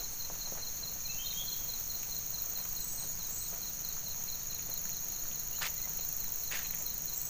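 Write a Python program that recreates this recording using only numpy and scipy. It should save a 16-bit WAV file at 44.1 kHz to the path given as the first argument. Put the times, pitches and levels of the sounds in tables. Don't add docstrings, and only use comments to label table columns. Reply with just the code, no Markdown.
import sys
import numpy as np
from scipy import signal
from scipy.fft import rfft, irfft, next_fast_len
from scipy.io import wavfile

SR = 44100
rng = np.random.default_rng(int(sys.argv[2]) if len(sys.argv) > 2 else 0)


def persist_wave(psi):
    counts = np.round(np.clip(psi, -1, 1) * 32767).astype(np.int16)
    wavfile.write(sys.argv[1], SR, np.atleast_2d(counts).T)


def to_linear_factor(level_db):
    exponent = np.asarray(level_db, float) / 20
    return 10 ** exponent


N = 321481
TIME = np.arange(N) / SR


def rms_one(x):
    return x / np.sqrt(np.mean(x ** 2) + 1e-20)


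def colour(x, spectrum):
    size = next_fast_len(N)
    hz = np.fft.rfftfreq(size, 1 / SR) + 1e-3
    at_hz, db = np.transpose(spectrum)
    gain_db = np.interp(np.log(hz), np.log(at_hz), db, -99, -99)
    return irfft(rfft(x, size) * to_linear_factor(gain_db), size)[:N]


def halves(x):
    split_hz = 14000
    low = colour(x, [(20, 0), (split_hz - 400, 0), (split_hz + 600, -20)])
    return low, x - low


def drift(hz):
    r = np.exp(-2 * np.pi * hz / SR)
    noise = rng.standard_normal(N + SR)
    return rms_one(signal.lfilter([1], [1, -2 * r, r * r], noise)[SR:])


def level_at(rows, s):
    return np.interp(s, *np.transpose(rows))


def envelope(rows):
    rows = np.array(rows)
    return to_linear_factor(np.interp(TIME, rows[:, 0], rows[:, -1], -140, -140))


def add(out, s, piece):
    i = round(s * SR)
    out[max(i, 0):i + len(piece)] += piece[max(-i, 0):max(N - i, 0)]


def every(anchors, count):
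    s, db = np.transpose(anchors)
    k = np.arange(count * len(s)) / count
    times = np.interp(k, np.arange(len(s) + 1), np.append(s, 2 * s[-1] - s[-2]))
    return times, np.interp(times, s, db)


def glide(rows):
    s, hz, db = np.transpose(rows)
    t = np.arange(s[0], s[-1], 1 / SR)
    phase = 2 * np.pi * np.cumsum(np.interp(t, s, hz)) / SR
    return np.sqrt(2) * to_linear_factor(np.interp(t, s, db)) * np.sin(phase)


def forest(x, t60, wet_db):
    t = np.arange(round(.8 * SR)) / SR
    tail = rng.standard_normal(len(t)) ** 3 * to_linear_factor(-60 * t / t60) * (t > .004)
    return x + to_linear_factor(wet_db) * signal.fftconvolve(x, tail / np.sqrt(np.sum(tail ** 2)))[:N]


def choir(spectrum, per_s, size_db, flicker_db):
    struck = rng.random(N) < per_s / SR
    sizes = to_linear_factor(size_db * np.minimum(rng.exponential(1, N), 4))
    strokes = struck * sizes * rng.standard_normal(N)
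    return rms_one(colour(strokes, spectrum) * to_linear_factor(flicker_db * drift(16.7)))


def shifting():
    # start_s, peak_db, dying_s (to fall 10 dB)
    shift_rows = [(0.0, -46, .03), (0.3, -52, .03), (0.34, -52, .07), (0.57, -49, .08), (1.44, -58, .1),
                  (2.11, -58, .1), (2.6, -54, .04), (2.66, -52, .04), (3.02, -56, .2), (3.53, -50, .1),
                  (3.8, -54, .06), (4.69, -55, .1), (5.625, -43, .04), (5.85, -57, .2), (6.52, -51, .15),
                  (6.8, -49, .03)]
    attack_s, fidget_db = .02, -60.5
    db = [peak_db - 10 * np.maximum((s - TIME) / attack_s, (TIME - s) / dying_s)
          for s, peak_db, dying_s in shift_rows]
    return to_linear_factor(np.maximum(np.max(db, axis=0), fidget_db))


def air():
    # hz, db_per_hz
    air_hz_db = [(4, 9), (12, 0), (30, -8), (60, -14.5), (110, -17), (150, -14.5), (210, -21), (260, -27),
                 (700, -30.5), (1200, -29.5), (3000, -33), (5000, -43), (9000, -35.5), (16000, -38.5)]
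    shuffle_hz_db = [(130, -19), (300, -1.5), (700, 3.5), (1500, -6.5), (3000, -8.5), (5000, -20)]
    shuffle = choir(shuffle_hz_db, 2500, size_db=1.5, flicker_db=2.0)
    wind = rms_one(colour(rng.standard_normal(N), air_hz_db))
    return to_linear_factor(-45) * wind + to_linear_factor(-1.5) * shifting() * shuffle


def choruses():
    # hz, db_per_hz
    low_hz_db = [(2120, -87), (3600, -18), (4000, -6), (4150, -5), (4260, 0), (4380, -6), (4700, -13),
                 (5000, -43), (6500, -23), (11000, -120)]
    mid_hz_db = [(2880, -57), (5220, -18.5), (5520, -10), (6610, 1.5), (7090, -13), (7220, -18),
                 (7290, -21), (7600, -25), (9880, -71), (16700, -120)]
    high_hz_db = [(10500, -30), (11700, -24), (12500, -15), (13500, -11), (14500, -5), (15200, -1),
                  (16000, 1)]
    buzz_hz_db = [(7700, -18), (7950, -7), (8200, -4), (8290, 0), (8380, -6), (8550, -16)]
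    # at_s, level_db
    buzzer_rows = [(0, -65), (.4, -71), (.9, -70), (1.6, -60), (2.9, -57), (3.6, -59), (4.6, -73),
                   (5.1, -75), (6.2, -60), (7.29, -61)]
    hiss_rows = [(0, -39), (.6, -41), (1.5, -38), (2.1, -38), (2.55, -36.5), (3, -39.5), (4, -39.5),
                 (4.6, -41.5), (5.5, -40), (6.5, -38.3), (7.29, -39.5)]
    low_db = -59.2 - .3 * (TIME - TIME.mean())
    low = to_linear_factor(low_db + 2.0) * choir(low_hz_db, 5000, size_db=-0.5, flicker_db=1.8)
    mid = to_linear_factor(2.0 - 45.8) * choir(mid_hz_db, 6000, size_db=-1.0, flicker_db=0.32)
    body, top = halves(choir(high_hz_db, 7000, size_db=1.8, flicker_db=1.0))
    katydids = to_linear_factor(-2.5) * (to_linear_factor(-37.6) * body + envelope(hiss_rows) * top)
    throb = 1 + 0.16 * np.cos(2 * np.pi * 69.0 * TIME)
    buzzer = choir(buzz_hz_db, 9000, size_db=1.5, flicker_db=.3)
    return low + mid + to_linear_factor(-3.5) * envelope(buzzer_rows) * throb * buzzer + katydids


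def leaf():
    # at_s, level_db
    rustle_rows = [(.09, -80), (.11, -51), (.15, -52), (.18, -80)]
    hiss = choir([(5000, -15), (8000, 0), (14000, -6)], 5000, size_db=3.5, flicker_db=-2.0)
    return envelope(rustle_rows) * hiss


def taps(table, cycles):
    out, t = np.zeros(N), np.arange(round(.03 * SR)) / SR
    for s, db, hz in table:
        decay = to_linear_factor(db + 8.5 - 60 * t * hz / cycles)
        contact = 1 - np.exp(-2 * t * hz)
        add(out, s, decay * contact * np.sin(2 * np.pi * hz * t))
    return out


def drops():
    # start_s, peak_db, pitch_hz
    soil_rows = [(0.3, -29.5, 810), (0.301, -36, 400), (0.322, -38, 190), (0.329, -45, 694),
                 (0.473, -35, 783), (0.523, -29, 560), (0.554, -35, 923), (0.584, -42, 522),
                 (2.089, -40, 770), (2.442, -45, 703), (2.735, -42, 765), (3.528, -40, 477),
                 (4.588, -42, 660), (4.692, -36, 626), (5.188, -43, 735), (5.874, -36, 836),
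                 (5.992, -36.5, 608)]
    leaf_rows = [(0.5797, -40, 1726), (1.3287, -38, 2270), (1.7649, -45, 2480), (2.0323, -36, 2600),
                 (2.4425, -45, 1430), (2.5872, -43, 1900), (2.6254, -46, 1410), (2.6537, -41, 1300),
                 (2.6538, -41, 2250), (3.969, -42, 1400), (4.2822, -43, 2390), (4.5291, -42, 2580),
                 (4.5914, -38, 2450), (4.8548, -38, 1610), (4.8944, -41, 2250), (5.255, -42, 1380),
                 (5.3148, -34.5, 2950), (5.5858, -41, 1340), (5.8027, -43, 2520), (5.992, -37.5, 2740),
                 (6.2418, -41, 1930), (6.6495, -36, 2400), (6.6604, -36, 3000), (6.7057, -39, 2160),
                 (6.732, -38, 3000), (6.739, -37, 2170), (6.7425, -41, 1900), (6.7746, -41, 2300),
                 (6.808, -41, 2160), (6.9347, -45, 2060)]
    return forest(taps(soil_rows, 3.5) + taps(leaf_rows, 7.5), t60=0.092, wet_db=-4)


def stones():
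    # start_s, peak_db, pitch_hz
    first_rows = [(5.6143, -36, 1360.0), (5.621, -30, 1610.0), (5.628, -30, 1700.0), (5.6337, -29, 1920.0),
                  (5.6379, -31, 1290.0), (5.643, -26, 2480.0), (5.6468, -32, 2580.0), (5.6515, -31, 4050.0),
                  (5.6567, -37, 2110.0), (5.6623, -28, 2260.0), (5.6693, -31, 2820.0),
                  (5.6738, -36, 2070.0)]
    second_rows = [(6.5145, -32, 2300.0), (6.5238, -34, 2480.0), (6.5307, -32, 2170.0),
                   (6.5357, -34, 2050.0), (6.5417, -31, 1980.0), (6.5473, -35, 2730.0),
                   (6.5532, -36, 2090.0), (6.5582, -32, 1770.0), (6.5638, -36, 2390.0),
                   (6.5694, -36, 1830.0), (6.5743, -34, 2930.0), (6.5918, -35, 1640.0)]
    rows = np.add(first_rows + second_rows, [0, -2.0, 0])
    return forest(taps(rows, 9), t60=0.092, wet_db=-4)


def gravel():
    # start_s, pressing_s, level_db, hollow_share (0-1), lift_off_s
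    step_rows = [
        (5.62, .05, -41.5, .27, .014),
        (6.516, .078, -42.5, .42, .05),
    ]
    # hz, db_per_hz
    grit_hz_db = [(300, -29), (700, -2.5), (1700, 1.5), (2600, 2.5), (4500, 1.5), (7500, -4), (9500, -10),
                  (15000, -19)]
    hollow_hz_db = [(1300, -20), (1700, -3), (1850, 0), (2100, -4), (2600, -3), (3400, -14), (4000, -24)]
    attack_s, sag_db, settle_s = .014, -3.5, .05
    grit = choir(grit_hz_db, 8000, size_db=1.5, flicker_db=2)
    hollow = choir(hollow_hz_db, 2500, size_db=2.5, flicker_db=2)
    out = 0
    for s, pressing_s, db, share, lift_off_s in step_rows:
        end, share = s + pressing_s, np.clip(share, 0, 1)
        lifted = end + lift_off_s
        weight = envelope([(s - attack_s, db - 30), (s, db), (end, db + sag_db),
                           (lifted, db - 14), (lifted + settle_s, db - 30)])
        out = out + weight * ((1 - share) * grit + share * hollow)
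    return to_linear_factor(6.0) * out


def whistler():
    # start_s, length_s, start_hz, end_hz, level_db
    note_rows = [
        (1.0, 0.015, 2400, 2450, -61),
        (1.034, 0.033, 2450, 2400, -59),
        (1.08, 0.092, 2600, 2733, -53),
        (1.175, 0.045, 2980, 3230, -47),
        (1.21, 0.044, 3200, 3210, -46),
        (1.24, 0.037, 3690, 3677, -45),
        (1.284, .045, 3820, 3700, -51),
        (1.358, 0.038, 3180, 3270, -41),
        (1.39, .03, 3363, 3440, -42.5),
        (1.402, .035, 3240, 3250, -53),
    ]
    out = np.zeros(N)
    for s, length, start_hz, end_hz, db in note_rows:
        add(out, s, glide([(0, start_hz, db - 18), (.006, start_hz, db),
                           (length - .005, end_hz, db), (length, end_hz, db - 18)]))
    husky = 1 + .38 * drift(60)
    return forest(out * husky, t60=.9, wet_db=0)


def wheezer():
    # at_s, pitch_hz, level_db
    call_rows = [
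        [(2.78, 7500, -62), (2.81, 7700, -47), (2.845, 7980, -49), (2.92, 7900, -46), (2.97, 8200, -48),
         (3.03, 8400, -46), (3.06, 8700, -54), (3.1, 8800, -64)],
        [(3.27, 7200, -64), (3.32, 7550, -44), (3.36, 7650, -45.5), (3.4, 8020, -45), (3.45, 8250, -49),
         (3.49, 8200, -56), (3.53, 8100, -65)],
        [(7.13, 7200, -64), (7.17, 7550, -47), (7.22, 7750, -50), (7.29, 7940, -49)],
    ]
    out = np.zeros(N)
    for rows in call_rows:
        add(out, rows[0][0], glide(rows))
    breathy = .75 + .6 * drift(240)
    return forest(out * breathy, t60=0.51, wet_db=-9.5)


def peeper():
    # at_s, pitch_hz, level_db
    high_rows = [(5.524, 2790, -68), (5.535, 2820, -56), (5.563, 3070, -55), (5.573, 3100, -70)]
    # start_s, length_s, pitch_hz, level_db
    low_rows = [
        (5.712, .03, 2040, -62),
        (5.765, .032, 2020, -59),
        (5.828, .036, 2050, -56),
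    ]
    out = np.zeros(N)
    add(out, high_rows[0][0], glide(high_rows))
    for s, length, hz, db in low_rows:
        add(out, s, glide([(0, hz, db - 15), (length / 4, hz, db),
                           (length * 3 / 4, hz, db), (length, hz, db - 15)]))
    return forest(out, t60=.3, wet_db=-8)


def chirpers():
    # first_s, last_s, period_s, pitch_hz, length_s
    chirper_rows = [(.78, 1.52, .1215, 6850, .03), (1.66, 2.96, .1285, 6830, .03),
                    (3.1, 3.5, .13, 6800, .036), (.04, 1.8, .064, 6970, .028),
                    (5.567, 6.36, .064, 7020, .028), (6.4, 7.28, .064, 7000, .028),
                    (1.72, 3.2, .062, 6560, .022), (2.676, 4.04, .1145, 4850, .013),
                    (2.703, 4.07, .1145, 4850, .013), (6.765, 6.77, .1, 7000, .026),
                    (6.793, 6.82, .021, 7210, .02)]
    chirper_db = [-46, -48, -43, -53, -50, -53, -51, -60, -58.5, -48, -47]
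    out = np.zeros(N)
    for (first, last, period, hz, length), db in zip(chirper_rows, chirper_db):
        chirp = glide([(0, hz - 20, -20), (length / 4, hz, 0),
                       (length * 3 / 4, hz, 0), (length, hz - 20, -20)])
        for s, size in zip(np.arange(first, last, period), rng.standard_normal(40)):
            add(out, s - length / 2, to_linear_factor(db + 2 * size) * chirp)
    return forest(out, t60=.2, wet_db=-6)


def triller():
    # start_s, level_db
    trill_rows = [(0.0984, -63), (0.7223, -60), (1.3387, -45), (1.9537, -45.5), (2.5672, -43),
                  (3.1788, -42), (3.7933, -40.5), (4.4103, -37.5), (5.0263, -36.5), (5.6413, -37.5),
                  (6.2627, -40), (6.8834, -42)]
    out, (times, db) = np.zeros(N), every(trill_rows, count=10)
    chance = rng.standard_normal((len(times), 2))
    for s, level_db, own in zip(times, db, chance):
        for lag_s, hz, own_db, size in zip((0, .0133), (6705, 6770), (-2, .5), own):
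            pulse = glide([(-.005, hz - 50, -24), (-.002, hz, -1), (.002, hz + 10, 0), (.007, hz - 20, -24)])
            add(out, s + lag_s - .005, to_linear_factor(level_db + own_db + 1.6 * size - 1.5) * pulse)
    return forest(out, t60=.2, wet_db=-8)


def low_cricket():
    # start_s, wait_s (to the next call), level_db
    pair_rows = [(0.003, .205, -41), (0.418, .213, -40), (0.836, .223, -38.5), (1.268, .216, -38),
                 (1.696, .21, -39.5), (2.125, .221, -41), (2.562, .209, -42.5), (2.986, .219, -45.5),
                 (3.414, .216, -47.5), (3.848, .22, -43.5), (4.287, .22, -43.5), (4.719, .209, -46),
                 (5.148, .207, -49.5), (5.567, .216, -48.5), (5.992, .221, -48.5), (6.438, .215, -47),
                 (6.865, .221, -44.5)]
    # at_s, pitch_hz, level_db, lift_share (0-1)
    stroke_rows = [(-.013, 4190, -26, 0), (-.008, 4180, -4, .7), (.001, 4170, 0, 1), (.006, 4135, 0, .75),
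                   (.011, 4000, -1, .05), (.015, 3930, 2, 0), (.021, 3830, -1, 0), (.026, 3750, -24, 0)]
    # at_s, lift_db
    lift_rows = [(0, 17), (1.8, 14), (2.3, 13.5), (3.2, 7), (4.1, 9), (5, 6.5), (6.2, 9.5), (7.29, 9.5)]
    out, (at, hz, db, share) = np.zeros(N), np.transpose(stroke_rows)
    first, wait, levels = np.transpose(pair_rows)
    calls = np.sort(np.append(first, first + wait))
    chance = rng.standard_normal((len(calls), 2, 2))
    for s, level_db, strokes in zip(calls, np.interp(calls, first, levels), chance):
        lift_db = level_at(lift_rows, s)
        for lag_s, own_db, (off, size) in zip((0, .042), (0, -.6), strokes):
            stroke = glide(np.transpose([at, hz + 14 * off, db + (share - 1) * lift_db]))
            add(out, s + lag_s + at[0], to_linear_factor(level_db + .7 + own_db + .8 * size) * stroke)
    return forest(out, t60=.3, wet_db=-10)


def katydid():
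    # start_s, peak_db
    snap_rows = [(0.0655, -41), (0.4512, -41), (0.8388, -36), (1.2227, -26.5), (1.6067, -26), (1.992, -27),
                 (2.3829, -25), (2.7667, -25), (3.1534, -27), (3.5404, -26), (3.9271, -26), (4.317, -29.5),
                 (4.7003, -27.5), (5.0848, -26), (5.4745, -26.5), (5.8557, -24.5), (6.2432, -24),
                 (6.6311, -23.5), (7.0208, -23)]
    # start_s, peak_db, second_db (re first click)
    near_rows = [(4.9692, -26.2, -1.9), (5.008, -26.4, -1.9), (5.0459, -25.8, -4.2), (5.0851, -25.8, -2.1),
                 (5.1222, -23.5, -2.6), (5.1638, -29.5, -1.5), (5.2015, -26.1, -4.4), (5.2421, -27.4, -6.0),
                 (5.28, -25.1, -5.7), (5.3206, -30.0, -1.9), (5.358, -24.5, -7.9), (5.397, -24.7, -6.5),
                 (5.4352, -24.7, -8.1), (5.4754, -23.9, -9.2), (5.5132, -23.4, -6.2), (5.553, -24.5, -6.4),
                 (5.5905, -22.9, -7.3), (5.6295, -26.5, -3.2), (5.6662, -23.6, -2.9), (5.7035, -22.7, -5.7),
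                 (5.7418, -22.4, -5.4), (5.7795, -23.2, -3.1), (5.8169, -22.3, -1.9), (5.8557, -22.9, -1.8),
                 (5.8946, -22.0, -1.5), (5.9346, -25.7, -0.8), (5.9719, -21.7, -0.6), (6.0101, -22.5, -1.3),
                 (6.049, -23.5, 1.6), (6.0887, -22.0, 0.5), (6.127, -21.5, -1.2), (6.1656, -22.1, -0.4),
                 (6.204, -22.2, -0.9), (6.2437, -20.1, -0.3), (6.2818, -26.3, -2.1), (6.3211, -19.0, -2.0),
                 (6.3592, -21.5, -5.0), (6.3986, -26.6, -5.5), (6.4369, -22.0, -4.1), (6.4769, -24.7, -6.0),
                 (6.5149, -22.4, -5.9), (6.555, -26.1, -6.6), (6.5929, -21.4, -7.1), (6.6311, -23.1, -7.8),
                 (6.6695, -25.9, -5.8), (6.709, -19.2, -8.1), (6.7477, -19.3, -4.9), (6.7863, -26.4, -1.1),
                 (6.8242, -22.1, -6.6), (6.8643, -20.4, -1.3), (6.9027, -22.3, -5.8), (6.9421, -26.8, -0.3),
                 (6.9799, -22.7, -2.9), (7.02, -25.6, -2.0), (7.0576, -20.8, -2.5), (7.0981, -25.2, -3.6),
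                 (7.1367, -21.7, -4.8), (7.1774, -19.1, -2.0), (7.2158, -20.9, -4.0), (7.2542, -21.4, -5.1)]
    accent_s = [3.888, 4.778, 4.892]
    # hz, db_per_hz
    snap_hz_db = [(10000, -20), (11500, -2), (12900, 2), (14300, -2), (15500, 0), (17000, 0)]
    # at_s, level_db
    body_rows = [(0, -7), (2.2, -6), (3.7, -4), (4.5, 3), (5, 1.5), (5.9, 1.5), (6.3, 2.5), (7, 1)]
    jitter_s, spread_db, accent_db, rattle_db = .0005, 1.1, 3, -10
    snaps, (times, db) = np.zeros(N), every(snap_rows, count=10)
    chance = rng.standard_normal((len(times), 4))
    accented = np.abs(times[:, None] - accent_s).argmin(axis=0)
    chance[accented] = [accent_db / spread_db, 0, 0, 1]
    big, tones, late, second = chance.T
    rows = np.transpose([times + jitter_s * late, db + spread_db * big, -3 + 2.5 * second])
    far_rows = rows[times < near_rows[0][0] - .02]
    rows = np.vstack([far_rows, np.add(near_rows, [0, -.7, 0])])
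    t = np.arange(-40, 80) / SR
    for (s, level_db, second_db), tone in zip(rows, tones):
        for lag_s, own_db, width_s in ((0, 0, .00011), (.00172 + .00004 * tone, second_db, .00014)):
            shape = np.exp(-(t / width_s) ** 2) + .3 * (t > 0) * np.exp(-t / .0008)
            click = shape * np.sin(2 * np.pi * (15200 + 250 * tone) * t)
            add(snaps, s + lag_s + t[0], to_linear_factor(level_db + own_db) * click)
            add(snaps, s + lag_s + .0008 + t[0], to_linear_factor(level_db + own_db + rattle_db) * click)
    body, top = halves(colour(snaps, snap_hz_db))
    snaps = to_linear_factor(level_at(body_rows, TIME)) * body + top
    snaps = snaps + to_linear_factor(-13) * np.roll(snaps, round(.0079 * SR))
    return to_linear_factor(4.6) * forest(snaps, t60=.1, wet_db=-12)


def scene():
    ground = air() + leaf() + drops() + stones() + gravel()
    birds = whistler() + wheezer() + peeper()
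    insects = choruses() + chirpers() + triller() + low_cricket() + katydid()
    return (ground + birds + insects)[None]


def low_pass(x):
    return signal.sosfilt(signal.butter(12, 16810, fs=SR, output="sos"), x)


def record(dry):
    steep = signal.ellip(10, .25, 31, 15490, fs=SR, output="sos")
    mix = signal.sosfiltfilt(steep, dry)
    return low_pass(mix)


dry = scene()
out = record(dry)
persist_wave(out)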